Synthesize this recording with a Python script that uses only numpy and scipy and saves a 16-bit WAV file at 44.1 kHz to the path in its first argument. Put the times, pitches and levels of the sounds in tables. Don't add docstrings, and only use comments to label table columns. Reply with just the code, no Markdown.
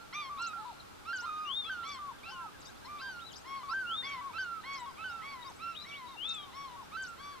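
import sys
import numpy as np
from scipy import signal
from scipy.fft import rfft, irfft, next_fast_len
from scipy.io import wavfile
from scipy.ndimage import uniform_filter1d, map_coordinates

SR = 44100
rng = np.random.default_rng(int(sys.argv[2]) if len(sys.argv) > 2 else 0)


def generate_wav(sig):
    pcm = np.round(np.clip(np.atleast_2d(sig).T, -1, 1) * 32767).astype(np.int16)
    wavfile.write(sys.argv[1], SR, pcm)


N = 326340

# (start [s], time to sag [s], time to break [s], length [s], base pitch [Hz], jump [ratio, 1 = none],
#  closing pitch drop [share], base level [dB], gain at the break [dB], fade in the sag [dB],
#  octave base level [dB], upper overtones' base level [dB], overtone loss at the break [dB])
HIGH_YELPS = [ (.37, 0.11, .162, 0.27, 1405, 1.117, 0.13, -36.5, 7, 11.5, -48, -50, 20),
              (1.048, 0.11, 0.081, 0.27, 1400, 1.15, 0.17, -39, 3.5, 6, -53, -56, -3.5),
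              (1.64, 0.099, 0.055, .26, 1374, 1.143, 0.11, -44, 8.5, 9, -50, -54, 6),
              (2.228, 0.12, 0.077, .272, 1378, 1.125, .12, -50, -3.5, -6.5, -48.5, -57.5, 5),
              (2.98, 0.14, 0.035, 0.29, 1417, 1.12, .08, -43.5, 0.5, 7, -54, -54.5, 3),
              (3.68, 0.15, 0.054, 0.29, 1387, 1.132, 0.097, -36, 0, 5, -57, -58, 5),
              (4.322, .12, 0.06, 0.29, 1371, 1.135, .07, -40, 5, 7, -48.5, -56, 3),
              (4.965, .125, .075, 0.287, 1331, 1.155, 0.066, -43.5, 5, 7, -51, -66, -0.5),
              (5.587, 0.15, .29, 0.32, 1365, 1, 0.11, -42, 0, 17.5, -53.5, -59, 0),
              (6.225, 0.14, 0.31, 0.29, 1331, 1, 0.15, -52, 0, 3, -54, -59, 0),
              (6.912, 0.15, 0.056, 0.25, 1359, 1.14, 0.017, -40.5, 0, 9.5, -55, -59, 2.5), ]
LOW_YELPS = [ (.124, 0.099, 0.17, .297, 1225, 1.13, 0.23, -38.5, 3.5, 8, -43, -47.5, 11),
             (.555, 0.15, 0.096, 0.18, 870, 1.15, 0.32, -50, 7.5, 12, -69, -78, 12),
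             (1.215, 0.26, 0.041, 0.32, 1079, 1.147, 0.045, -39.5, -0.5, 3, -60.5, -59, -1),
             (1.828, 0.12, 0.16, 0.3, 1159, 1.18, 0.25, -44, 6, 5, -50, -50.5, 13),
             (2.272, 0.16, 0.047, 0.2, 874, 1.209, 0.22, -51, 3, 5, -66, -70, 17),
             (2.84, 0.15, 0.041, 0.27, 1079, 1.106, 0.25, -44, -1, 10, -57, -68, 1),
             (3.44, 0.16, 0.19, 0.3, 1103, 1.186, 0.2, -43.5, 3, 4.5, -52, -59, 0),
             (4.02, .13, .19, .298, 1133, 1.166, 0.16, -44.5, 1.5, -0.5, -42.5, -55, 8),
             (4.632, .14, .225, .292, 1120, 1.185, 0.193, -43.5, 2, 4.5, -47.5, -52.5, -2),
             (5.212, 0.13, 0.23, 0.31, 1138, 1.165, 0.4, -47, 1, 3.5, -48.5, -58.5, -2),
             (5.842, 0.15, 0.24, 0.33, 1147, 1.14, .36, -58, -2, -8, -50.5, -58, -3.5),
             (6.522, 0.15, 0.24, .32, 1120, 1.195, 0.35, -44.5, 3, 8, -57, -56.5, 10),
             (7.17, .183, .28, .35, 1150, 1.19, .2, -46.5, 5, 10.5, -59.5, -58.5, 23), ]


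def eagle(rows, sink_per_s, drop_s, attack_s, tilt_db, harmonics):
    voice = np.zeros(N)
    for (start, sag_s, break_s, length, pitch_hz, jump, drop,
         db, break_db, fade_db, octave_db, upper_db, dull_db) in rows:
        t = np.arange(0, length, 1 / SR)
        n, remaining, since_sag = len(t), length - t, np.maximum(t - sag_s, 0)
        attack = np.exp(-t / attack_s)
        sag = 1 / (1 + np.exp((sag_s - t) / .0133))
        broken = np.clip((t - break_s) / .002, 0, 1)
        arch = (1 - .26 * np.exp(-t / .017)) * (1 - .1 * sag) * (1 - sink_per_s * since_sag)
        hz = pitch_hz * arch * (1 - drop * np.exp(-remaining / drop_s)) * jump ** broken
        catch_db = 4 * np.exp(-((t - break_s) / .0015) ** 2)
        choke_db = catch_db + 10 * np.exp(-remaining / .016)
        main_db = db + break_db * broken - fade_db * sag - 21.5 * attack - choke_db
        main_db += 1.6 * sag * wobble(46.1, n)
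        bright_db = -8 * attack - 7 * sag - 79 * since_sag - dull_db * broken - choke_db
        jitter = .004 * wobble(149.3, n)
        rasp = .016 * (attack + .22 * sag) * wobble(700, n)
        hz *= 1 + jitter + rasp
        gate = np.clip(np.minimum(t, remaining) / .0063, 0, 1)
        tone = syrinx(hz, main_db, octave_db + bright_db, upper_db + bright_db, tilt_db, harmonics)
        add(voice, start, gate * tone)
    return voice


# (pitch [Hz], gain [dB])
CARRY = [(700, 8), (900, 2.5), (1040, 1), (1130, .5), (1240, 0), (1330, -0.5), (1395, 2.5), (1460, -2.5),
         (1540, 0), (1620, 3)]
# (frequency [Hz], relative strength [dB])
THROAT = [(2700, 13), (3300, 3.5), (3650, 8.5), (4100, 4), (4500, -0.5), (5000, -8), (5600, -2), (6100, -5),
          (6300, -22)]


def syrinx(hz, main_db, octave_db, upper_db, tilt_db, harmonics):
    n = len(hz)
    phase = 2 * np.pi * np.cumsum(hz) / SR
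    throat = np.array([amp(along(THROAT, k * hz) + tilt_db * k) for k in range(3, harmonics + 1)])
    throat /= np.hypot(throat[0], throat[1])
    gains = [amp(main_db + along(CARRY, hz)), amp(octave_db), *(amp(upper_db) * throat)]
    tones = []
    for k, gain in enumerate(gains, 1):
        flutter_db = .6 * (k * wobble(61.5, n) + (k + .5) * wobble(20.3, n))
        tones.append(gain * amp(flutter_db) * np.sin(k * phase + rng.uniform(0, 2 * np.pi)))
    hoarse = 1 + amp(-13) * wobble(1100, n)
    throat_hiss = amp(octave_db - 14) * wobble(2600, n) * np.sin(2.5 * phase)
    return np.sqrt(2) * (tones[0] + hoarse * sum(tones[1:]) + throat_hiss)


# (time [s], pitch [Hz], level [dB])
SQUEAK = [(.125, 1250, -52), (.133, 1400, -44), (.142, 1470, -61)]


def voice_crack():
    return sing([SQUEAK], glide_s=.004, jitter=.015, flutter_db=2.5, octave_db=-19)


# (time from the note's moment [s], pitch [Hz], relative level [dB])
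WHISTLE_SHAPE = [(-.135, 2720, -23), (-.108, 2772, -7.5), (-.068, 3190, -3), (-.034, 3605, -2),
                 (0, 3715, -1.5), (.04, 3590, -7), (.095, 3285, -9), (.157, 3050, -26.5)]
RISE_SHAPE = [(-.027, 2666, 2.5), (0, 3703, 6), (.028, 3850, 0), (.055, 3990, 8), (.08, 3750, 2)]
# (time [s], level [dB])
WHISTLE_TIMES = [(1.584, -36), (3.992, -38.5), (6.303, -37)]
RISE_TIMES = [(3.218, -60), (5.775, -54.5)]
# (time of the dip [s], lowest pitch [Hz], half length [s], level [dB])
DIPS = [(2.675, 3600, 0.022, -58.5), (3.058, 3680, 0.061, -60.5), (3.322, 2830, .035, -55.5),
        (5.935, 2660, .05, -52.5)]


def whistles_and_chirps(top_hz=4000):
    arches = repeated(WHISTLE_SHAPE, WHISTLE_TIMES, vary=.00068)
    whistles = sing(arches, glide_s=.045, jitter=.0017, flutter_db=.85, octave_db=-41)
    dips = [[(s - half, top_hz, db - 8.5), (s, hz, db), (s + half, top_hz, db - 8.5)]
            for s, hz, half, db in DIPS]
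    rises = repeated(RISE_SHAPE, RISE_TIMES)
    return whistles + sing(dips + rises, glide_s=.0059, jitter=.0028, flutter_db=2.5, octave_db=-35)


# (time from the note's moment [s], pitch [Hz], relative level [dB])
TWEET_SHAPE = [(-.004, 4300, -10), (.003, 4550, -5), (.014, 5200, -2), (.026, 6500, -4), (.035, 7600, -5),
               (.046, 8000, -12)]
# (time [s], level [dB])
TWEET_TIMES = [(.447, -52), (1.189, -53), (1.908, -55), (2.636, -59), (3.347, -56), (4.765, -56),
               (5.527, -61), (6.314, -53), (7.053, -53)]


def tweets():
    notes = repeated(TWEET_SHAPE, TWEET_TIMES)
    sweeps = sing(notes, glide_s=.003, jitter=.0087, flutter_db=4, octave_db=-53)
    chips = []
    for s, db in TWEET_TIMES:
        for k in range(5):
            start = s - .03 + k * .0065 + rng.normal(0, .0013)
            hz = (7400 - k * 620) * (1 + .025 * rng.standard_normal())
            level = db - 4 + rng.normal(0, 1.6)
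            end_hz = hz * (1 - .22 * min(k / 2, 1))
            chips.append([(start, hz, level), (start + .00415, end_hz, level + 5)])
    return sweeps + sing(chips, glide_s=.001, jitter=.05, flutter_db=1, octave_db=-40, edge_s=.002)


# (time from the note's moment [s], pitch [Hz], relative level [dB])
SLIDE_SHAPE = [(-.005, 4380, -9), (.008, 4680, -0.5), (.028, 5370, -1.5), (.048, 6200, -15),
               (.06, 7000, -9)]
PIPE_SHAPE = [(-.045, 3820, -28), (-.015, 3785, 7.5), (.02, 3750, 7.5), (.07, 3600, -7)]
CLUCK_SHAPE = [(-.016, 1794, -24), (0, 1630, -6.5), (.025, 1560, -4)]
# (time [s], level [dB])
SLIDE_TIMES = [(2.285, -58.5), (2.649, -56), (2.999, -56), (3.36, -55.5), (3.692, -53), (4.04, -52),
               (4.387, -54.5), (4.743, -55), (5.082, -60), (5.452, -58), (5.805, -62)]
PIPE_TIMES = [(4.13, -74), (4.81, -70), (5.12, -68), (5.44, -64.5), (5.77, -64), (6.09, -66), (6.41, -67)]
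CLUCK_TIMES = [(2.14, -56), (2.277, -59), (2.413, -54), (2.548, -58), (2.687, -55.5), (2.824, -56.5),
               (7.19, -57), (7.331, -59)]


def chanting_birds():
    slides = sing(repeated(SLIDE_SHAPE, SLIDE_TIMES),
                  glide_s=.005, jitter=.0056, flutter_db=2, octave_db=-40)
    pipes = sing(repeated(PIPE_SHAPE, PIPE_TIMES),
                 glide_s=.01, jitter=.0029, flutter_db=4.5, octave_db=-35)
    clucks = sing(repeated(CLUCK_SHAPE, CLUCK_TIMES),
                  glide_s=.006, jitter=.012, flutter_db=4, octave_db=-20)
    return slides + pipes + clucks


# (time [s], pitch [Hz], level [dB])
CONTACT_CALLS = [(0.806, 4100, -53.5), (1.867, 4300, -54), (2.76, 3520, -63), (2.853, 4130, -52),
                 (2.86, 5380, -58), (3.165, 4400, -61)]


def contact_calls():
    ticks = [[(s - .007, hz, db - 3), (s, hz, db), (s + .012, .96 * hz, db - 7)]
             for s, hz, db in CONTACT_CALLS]
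    return sing(ticks, glide_s=.002, jitter=.025, flutter_db=2, octave_db=-30)


# (time [s], level [dB])
TRILL = [(.53, -97), (.59, -66), (.72, -65), (.87, -84)]


def trill(pulse_hz=65):
    buzz = 1 + .62 * np.sin(2 * np.pi * pulse_hz * np.arange(N) / SR)
    return buzz * blur(TRILL, centre_hz=3980, width_hz=440)


def far_flock(count=48, centre_hz=4000, spread=.14, length_s=.029):
    times = rng.uniform(0, N / SR, count)
    notes = []
    for s, (pitch, slide, loudness) in zip(times, rng.standard_normal((count, 3))):
        hz = centre_hz * np.exp(spread * pitch)
        db = -70.5 + 1.5 * loudness
        notes.append([(s, hz, db), (s + length_s, hz * np.exp(spread * slide), db)])
    return sing(notes, glide_s=.011, jitter=.0137, flutter_db=1.5, octave_db=-26)


# (frequency [Hz], time to fade by 60 dB [s])
ECHO_FADE = [(300, 0.23), (1400, 0.93), (4000, 0.74), (10000, 0.57)]


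def foliage_echo(x, rise_s, stretch):
    hz, t, noise = signal.stft(rng.standard_normal((2, SR)), SR, nperseg=256)
    fade = amp(-60 * t / (stretch * along(ECHO_FADE, hz)[:, None]))
    build_up = (1 - np.exp(-t / rise_s)) ** 2
    tail = signal.istft(noise * fade * build_up, SR, nperseg=256)[1]
    return signal.fftconvolve(x[None], tail / np.linalg.norm(tail[0]), axes=1)[:, :N]


# (time [s], level [dB])
DYING_ECHO = [(0, -49), (.12, -66), (.4, -100)]
HOLLOW_TONE = [(4.6, -68), (5, -63), (5.3, -63), (5.8, -84), (6.5, -61.5), (7.2, -77)]


def distant_tones():
    return blur(DYING_ECHO, centre_hz=1379, width_hz=5) + blur(HOLLOW_TONE, centre_hz=834, width_hz=59)


# (frequency [Hz], relative level [dB])
AIR_COLOUR = [(20, -6), (40, -6), (75, 2), (130, -2), (250, 0), (500, -3.5), (850, -6), (1400, -3),
              (1800, -11), (2600, -12.5), (3800, -14), (6000, -19), (9000, -22.5), (15000, -28.5)]
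# (frequency [Hz], likeness [-1 = opposite, 1 = same])
AIR_LIKENESS = [(50, -0.17), (300, -0.5), (600, -0.54), (1100, -0.083), (2000, -0.11), (3800, 0.068),
                (8000, 0.039)]


def air(level_db, drift_db):
    def response(hz):
        angle = np.arccos(along(AIR_LIKENESS, hz)) / 2
        return amp(along(AIR_COLOUR, hz)) * [np.cos(angle), np.sin(angle)]
    shared, opposite = filtered(rng.standard_normal((2, N)), response)
    stereo = np.array([shared + opposite, shared - opposite])
    return amp(level_db + drift_db * wobble(2.134, N)) * unit(stereo)


# (frequency [Hz], left minus right [dB])
PORT_BALANCE = [(750, 1), (980, 4.5), (1100, 5), (1220, -1), (1350, -7), (1530, -1), (2250, -3.5),
                (2600, -7), (2800, 10.5), (3020, 4.5), (3300, 2.5), (3620, 1), (3900, 5), (4500, 0.5),
                (8000, 12)]
# (frequency [Hz], lead [radians])
PORT_LEAD = [(900, 0.3), (1100, -0.93), (1320, -0.47), (1450, -0.42), (2250, 0.79), (2620, 1),
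             (3050, -0.081), (3500, -0.95), (3750, -1.33), (4050, 0.99)]


def microphone_ports(x):
    def response(hz):
        left = amp(along(PORT_BALANCE, hz) / 2) * np.exp(.5j * along(PORT_LEAD, hz))
        pair = np.array([left, 1 / left])
        return pair / np.sqrt(np.mean(abs(pair) ** 2, axis=0))
    return filtered(x, response)


def sing(notes, glide_s, jitter, flutter_db, octave_db, edge_s=.004):
    voice = np.zeros(N)
    for points in notes:
        times, pitches, levels = np.transpose(points)
        t = np.arange(times[0] - edge_s / 2, times[-1] + edge_s, 1 / SR)
        gate = np.clip(np.minimum(t - t[0], t[-1] - t) / edge_s, 0, 1)
        window = int(glide_s * SR) + 1
        hz = uniform_filter1d(np.interp(t, times, pitches), window, mode="nearest")
        db = uniform_filter1d(np.interp(t, times, levels), window, mode="nearest")
        phase = 2 * np.pi * np.cumsum(hz * (1 + jitter * wobble(413, len(t)))) / SR
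        tone = np.sin(phase) + amp(octave_db) * np.sin(2 * phase)
        add(voice, t[0], np.sqrt(2) * gate * amp(db + flutter_db * wobble(98.4, len(t))) * tone)
    return voice


def repeated(shape, times, vary=.0067):
    return [(np.array(shape) + [s, 0, db]) * [1, 1 + vary * rng.standard_normal(), 1] for s, db in times]


def blur(levels, centre_hz, width_hz):
    hiss = filtered(rng.standard_normal(N), lambda hz: np.exp(-.5 * ((hz - centre_hz) / width_hz) ** 2))
    return amp(np.interp(np.arange(N) / SR, *np.transpose(levels))) * unit(hiss)


def amp(db):
    return 10 ** (np.asarray(db) / 20)


def unit(x):
    return x / np.sqrt(np.mean(x ** 2) + 1e-20)


def along(points, hz):
    frequencies, values = np.transpose(points)
    return np.interp(np.log(hz + 1), np.log(frequencies + 1), values)


def wobble(rate, size):
    values = rng.standard_normal(int(size * rate / SR) + 4)
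    return map_coordinates(values, [np.arange(size) * rate / SR])


def filtered(x, response):
    size = next_fast_len(N + SR // 2)
    return irfft(rfft(x, size) * response(np.fft.rfftfreq(size, 1 / SR)), size)[..., :N]


def add(track, s, sound):
    start = int(np.clip(round(s * SR), 0, N))
    track[start:start + len(sound)] += sound[:N - start]


def scene():
    high = eagle(HIGH_YELPS, sink_per_s=.326, drop_s=.027, attack_s=.019, tilt_db=-.5, harmonics=4)
    low = eagle(LOW_YELPS, sink_per_s=.64, drop_s=.01523, attack_s=.026, tilt_db=.5, harmonics=5)
    eagles = high + low + voice_crack()
    birds = whistles_and_chirps() + tweets() + chanting_birds() + contact_calls() + trill() + far_flock()
    direct = eagles + birds * amp([[2.5], [-2.5]])
    near = amp(-13.5) * foliage_echo(eagles, rise_s=.0051, stretch=.16)
    near += amp(-8) * foliage_echo(birds, rise_s=.0014, stretch=.17)
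    slope = amp(-21) * foliage_echo(eagles + birds, rise_s=.068, stretch=3.1)
    return microphone_ports(direct + near + slope + distant_tones()) + air(level_db=-52.5, drift_db=.25)


def record(dry, top_hz=15320):
    return filtered(dry, lambda hz: hz < top_hz)


dry = scene()
out = record(dry)
generate_wav(out)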